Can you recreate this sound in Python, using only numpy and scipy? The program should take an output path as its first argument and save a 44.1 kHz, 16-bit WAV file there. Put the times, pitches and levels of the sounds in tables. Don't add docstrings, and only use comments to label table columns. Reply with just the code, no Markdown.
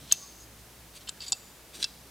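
import sys
import numpy as np
from scipy import signal
from scipy.fft import rfft, irfft
from scipy.io import wavfile
from scipy.ndimage import uniform_filter1d

SR = 44100
rng = np.random.default_rng(int(sys.argv[2]) if len(sys.argv) > 2 else 0)


def unload_wav(signal):
    wavfile.write(
        sys.argv[1],
        SR,
        np.round(np.clip(np.atleast_2d(signal).T, -1, 1) * 32767).astype(np.int16),
    )


def gain_from_db(level_db):
    decades = np.asarray(level_db, float) / 20
    return 10 ** decades


N = 92610

# frequency in Hz, level in dB, t60 in seconds.
LOOSE_MODES = [(950, -5, .006), (1150, -10, .02), (2670, -10, .1), (3590, -13, .03), (4450, -20, .04),
               (5100, -16, .025), (6380, -1, .019), (6660, -1, .012), (7400, -13, .005), (8020, -7, .018),
               (9600, -9, .012), (10720, -2, .005), (12340, -6, .04), (14200, 2, .008)]
SHIVER_MODES = [(1130, -16, .25), (3590, -9, .09), (3900, -13, .1), (4490, -2, .045), (5010, -5, .06),
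                (6330, -2, .05), (6520, 0, .05), (6830, -2, .05), (8060, -7, .04), (8230, -10, .06)]
HALF_IN_MODES = [(1650, -9, .025), (2670, -14, .05), (3150, 0, .022), (3620, -2, .016), (3950, -3, .014),
                 (4450, -4, .013), (5100, -4, .012), (7040, -2, .016), (7350, -3, .015), (7770, -3, .015),
                 (8750, -8, .012), (9600, -6, .008)]
SEATED_MODES = [(770, -9, .022), (980, -7, .018), (2670, -13, .09), (3250, -8, .015), (3610, -6, .025),
                (4680, 2, .032), (4890, -6, .025), (5800, -13, .015), (6770, -7, .02), (7110, -3, .02),
                (7400, -6, .015), (7780, -2, .028), (9170, -11, .014), (11000, -22, .008)]
DEEP_MODES = [(1644, 1.5, 0.032), (2680, -6.5, 0.055), (3400, 2.5, 0.013), (3925, 9.5, 0.0078),
              (4016, 12, 0.011), (4100, -18, 0.0064), (4804, 2, 0.023), (5420, 2, 0.019), (6020, 0, 0.014),
              (7000, -2.5, 0.018), (7870, -5, 0.033), (8740, 0, 0.016), (9930, -5, 0.014)]
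KNOCK_MODES = [(3400, -3, .003), (4600, 0, .003), (5900, -2, .003)]
THUD_MODES = [(450, -4, .008), (900, -4, .005), (1500, -1, .004), (2200, 0, .004)]

# start in seconds, peak level in dB, favoured frequency in Hz, chatter in seconds.
HALF_IN_SNAPS = [(.1125, -26, 4000, .001), (.1148, -23, 4300, .0005), (.1155, -31, 1650, .001),
                 (.1160, -27, 4300, .001), (.1170, -24, 3500, .0006), (.1176, -25, 4400, .001),
                 (.1212, -30, 3500, .001), (.1262, -26, 3600, .001), (1.0735, -36, 3900, .002),
                 (1.077, -36, 3300, .001), (1.0786, -34, 3600, .001), (1.0812, -39, 4200, .002),
                 (1.084, -36, 4200, .002), (1.088, -28, 5000, .002), (1.0882, -33, 1650, .0005),
                 (1.0884, -33, 10500, .001), (1.0922, -24, 3200, .001), (1.0922, -23, 7400, .001),
                 (1.0937, -30, 7700, .001), (1.0961, -29, 7400, .001), (1.0995, -39, 7100, .002),
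                 (1.174, -47, 1900, .001)]
LOOSE_SNAPS = [
    (.1231, -1, 6400, .0001),
    (.12373, -9, 6500, .0001),
]
SHIVER_SNAPS = [
    (0.1276, -32, 4800, 0.0016),
    (.4314, -46, 6500, .004),
]
SEATED_SNAPS = [(1.2043, -31.5, 3900, .005), (1.2175, -30.5, 4250, 0.0068), (1.2242, -33.5, 4970, 0.0029),
                (1.238, -33, 4830, .002), (1.2632, -31, 5350, .005), (1.2715, -33, 4660, 0.005),
                (1.281, -27, 6000, 0.0041), (1.3209, -16, 6000, .0002), (1.3212, -11, 7100, .0003),
                (1.3226, -14, 4800, .0006), (1.3238, -18, 4700, .0005), (1.3236, -35, 900, .0003),
                (1.3273, -14, 6500, .0004), (1.3276, -13.5, 4700, .0005), (1.3285, -42, 850, .0003),
                (1.3299, -14.5, 6000, .0005)]
DEEP_SNAPS = [
    (1.8198, -35, 3000, .001),
    (1.8268, -24, 4050, .0003),
    (1.8272, -15.5, 3900, .0003),
    (1.8275, -28, 8700, .001),
    (1.8299, -25, 4000, .0005),
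    (1.8308, -24, 4500, .001),
    (1.8425, -23, 8500, .0001),
    (1.8444, -15.5, 4800, .0004),
    (1.8470, -23, 3500, .002),
    (1.8488, -31, 4700, .002),
]
KNOCKS = [
    (1.0923, -24, 4600, .0001),
    (1.8425, -10, 4600, .0001),
]
THUDS = [
    (.1231, -29, 1500, .0003),
    (1.0882, -43, 1000, .001),
    (1.3222, -35, 1500, .003),
    (1.3236, -39, 500, .001),
    (1.8272, -44, 1200, .001),
    (1.8444, -41, 1000, .002),
]

# start, rise and fall in seconds, rms level in dB, favoured frequency in Hz.
HALF_IN_DRAGS = [
    (0, 0.0028, 0.31, -63, 4900),
    (0.059, 0.087, 0.0061, -52, 4050),
    (0.997, 0.018, 0.025, -61.5, 4630),
]
SHIVER_DRAGS = [
    (0.17, 0.026, 0.28, -56, 5100),
    (0.18, 0.047, 0.032, -60.5, 1130),
    (0.14, 0.02, 0.15, -51.5, 5500),
    (.34, 0.071, 0.045, -56.5, 6800),
]
LOOSE_DRAGS = [
    (0.576, 0.02, 0.016, -66, 4440),
]
SEATED_DRAGS = [
    (0.924, 0.048, 0.017, -53.5, 5600),
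    (1.2, 0.039, 0.061, -52, 4280),
    (1.255, 0.041, 0.017, -53.5, 6360),
    (1.33, 0.014, 0.05, -62, 7160),
]
DEEP_DRAGS = [
    (1.725, 0.02, 0.12, -56, 3360),
    (1.73, 0.028, 0.054, -55, 7000),
    (1.781, 0.0456, 0.014, -46, 5500),
    (1.828, 0.0038, 0.01, -41, 4260),
    (1.851, 0.0089, .08, -63, 4860),
]

# start, rise and fall in seconds, rms level in dB, centre in Hz.
SHUFFLES = [
    (0, 0.02, 0.08, -52.5, 120),
    (0, 0.027, 0.028, -58, 320),
    (1.68, 0.12, 0.088, -54, 330),
    (1.6, 0.0034, 0.011, -52, 490),
]

# frequency in Hz, density in dB per Hz.
AIR_SPECTRUM = [(18, -76), (30, -14), (60, -13.5), (118, -17.5), (146, -10.5), (443, -15.5), (1700, -21.5),
                (15200, -26.5), (16500, -42)]
# frequency in Hz, side minus mid in dB.
AIR_SIDE = [(60, -13.5), (110, -11), (200, -15.5), (380, -13), (700, -10.5), (1290, -10.5), (2380, -8.5),
            (4400, -6), (8120, -7), (15000, -5)]
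# frequency in Hz, wander in Hz, rms level in dB.
HUM = [
    (58.4, 2.44, -60.5),
    (115.2, 7.1, -64.5),
]
# time in seconds, gain in dB.
HUM_SWELL = [(0, 5.5), (.2, -9), (.4, 0), (.58, 4.5), (.7, -3), (.8, 0.5), (1.0, -1.5), (1.6, -6),
             (2.1, -0.5)]


def unit(x):
    return x / np.sqrt(np.mean(x ** 2) + 1e-18)


def on_log(table, hz):
    table = np.array(table, float)
    return np.interp(np.log(np.maximum(hz, 1)), np.log(table[:, 0]), table[:, 1])


def walk(rate_hz):
    k = int(SR / rate_hz)
    return unit(uniform_filter1d(uniform_filter1d(rng.standard_normal(N), k), k))


def broad(x, hz):
    band = [hz / 2.04, min(hz * 1.68, SR / 2.5)]
    return signal.sosfilt(signal.butter(2, band, "bandpass", fs=SR, output="sos"), x)


def add(out, start_s, x):
    i = max(int(start_s * SR), 0)
    out[i:i + len(x)] += x[:N - i]


def ring(modes, favour_hz, damping=1):
    favour_octaves, floor_db, node_hz = .45, -16, 1000
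    detune, contact_s = .002, .00008
    t = np.arange(SR // 6)[:, None] / SR
    hz, db, t60 = np.array(modes, float).T
    chance = rng.standard_normal((2, len(hz)))
    favour = np.exp(-.5 * (np.log2(hz / favour_hz) / favour_octaves) ** 2) + gain_from_db(floor_db)
    sign = (-1) ** (hz // node_hz)
    gain = gain_from_db(db) * favour * gain_from_db(chance[0]) * sign
    decay = np.exp(-np.log(1000) * t / np.maximum(t60 * damping, 1e-3))
    wave = np.sin(2 * np.pi * hz * (1 + detune * chance[1]) * t)
    onset = 1 - np.exp(-t / contact_s)
    return (gain * decay * wave * onset).sum(axis=1)


def grit(size, per_s):
    spread_db = 4.5
    chance = rng.random((3, size))
    strikes = chance[0] < per_s / SR
    strength = gain_from_db(-spread_db * np.log(np.maximum(chance[1], .01)))
    return strikes * strength * np.sign(chance[2] - .5)


def drags(rows, modes, hiss_db):
    grit_per_s, drag_damping, hiss_hz = 9500, .35, 5200
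    out = np.zeros(N)
    t = np.arange(SR // 2) / SR
    for start, rise, fall, db, hz in rows:
        pressure = np.interp(t, [0, rise, rise + fall], [0, 1, 0]) ** 1.09
        force = grit(len(t), grit_per_s) * pressure
        body = signal.fftconvolve(force, ring(modes, hz, drag_damping))[:len(t)]
        hiss = broad(force, (hz + hiss_hz) / 2)
        peak = slice(int(rise * SR / 2), int((rise + fall / 2) * SR) + 2)
        body = body / body[peak].std()
        hiss = gain_from_db(hiss_db) * (hz > 2000) * hiss / hiss[peak].std()
        add(out, start, gain_from_db(db) * (body + hiss))
    return out


def shuffles():
    t = np.arange(N) / SR
    out = np.zeros(N)
    for start, rise, fall, db, hz in SHUFFLES:
        rub = unit(broad(rng.standard_normal(N), hz))
        pressure = np.interp(t, [start, start + rise, start + rise + fall], [0, 1, 0])
        out += gain_from_db(db) * rub * pressure
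    return out


def mains_hum():
    hum = np.zeros(N)
    for hz, wander_hz, db in HUM:
        flutter = gain_from_db(2.4 * walk(24))
        phase = 2 * np.pi * np.cumsum(hz + wander_hz * walk(9.7)) / SR
        hum += gain_from_db(db) * flutter * np.sqrt(2) * np.sin(phase)
    return hum * gain_from_db(np.interp(np.arange(N) / SR, *np.array(HUM_SWELL).T))


def air():
    air_db = -53.5
    hz = np.arange(N // 2 + 1) * SR / N
    mid, side = rfft(rng.standard_normal((2, N)), axis=1) * gain_from_db(on_log(AIR_SPECTRUM, hz))
    scale = gain_from_db(air_db) / irfft(mid * (hz > 150), N).std()
    side = side * gain_from_db(on_log(AIR_SIDE, hz))
    return np.array([scale * irfft(mid, N) + mains_hum(), scale * irfft(side, N)])


def room(x):
    level_db, side_db, t60_s, delay_s = -22, -40, 0.88, 0.0027
    t = np.arange(SR) / SR
    tail = rng.standard_normal((2, SR)) * np.exp(-np.log(1000) * t / t60_s) * (t > delay_s)
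    tail *= gain_from_db(level_db) / np.sqrt((tail[0] ** 2).sum())
    tail *= np.array([[1], [gain_from_db(side_db)]])
    return signal.fftconvolve(tail, x[None], axes=1)[:, :N]


def snaps(rows, modes):
    chatter_per_s, crack_db, crack_s = 3700, -23, .002
    out = np.zeros(N)
    t = np.arange(SR // 30) / SR
    for start, db, hz, chatter_s in rows:
        force = .25 * grit(len(t), chatter_per_s) * np.exp(-t / max(chatter_s, 1e-4))
        force[0] = 1
        body = signal.fftconvolve(force, ring(modes, hz))
        body /= np.abs(body).max()
        crack = broad(rng.standard_normal(len(t)), hz) * np.exp(-t / crack_s)
        body[:len(t)] += gain_from_db(crack_db) * crack
        add(out, start, gain_from_db(db) * body)
    return out


def scene():
    grit_hiss_db, shiver_hiss_db = 4, -35
    stages = [
        (HALF_IN_MODES, HALF_IN_SNAPS, HALF_IN_DRAGS, grit_hiss_db),
        (LOOSE_MODES, LOOSE_SNAPS, LOOSE_DRAGS, grit_hiss_db),
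        (SHIVER_MODES, SHIVER_SNAPS, SHIVER_DRAGS, shiver_hiss_db),
        (SEATED_MODES, SEATED_SNAPS, SEATED_DRAGS, grit_hiss_db),
        (DEEP_MODES, DEEP_SNAPS, DEEP_DRAGS, grit_hiss_db),
        (KNOCK_MODES, KNOCKS, [], grit_hiss_db),
        (THUD_MODES, THUDS, [], grit_hiss_db),
    ]
    tool = np.zeros(N)
    for modes, hits, rubs, hiss_db in stages:
        tool += drags(rubs, modes, hiss_db) + snaps(hits, modes)
    mid, side = room(tool) + air()
    mid = mid + tool + shuffles()
    return np.array([mid + side, mid - side])


def top_cut(x):
    return signal.sosfilt(signal.butter(12, 16850, fs=SR, output="sos"), x)


def record(dry):
    top_hz = 16600
    low_pass = signal.ellip(8, .2, 70, top_hz, fs=SR, output="sos")
    mix = signal.sosfilt(low_pass, dry)
    return top_cut(mix)


dry = scene()
out = record(dry)
unload_wav(out)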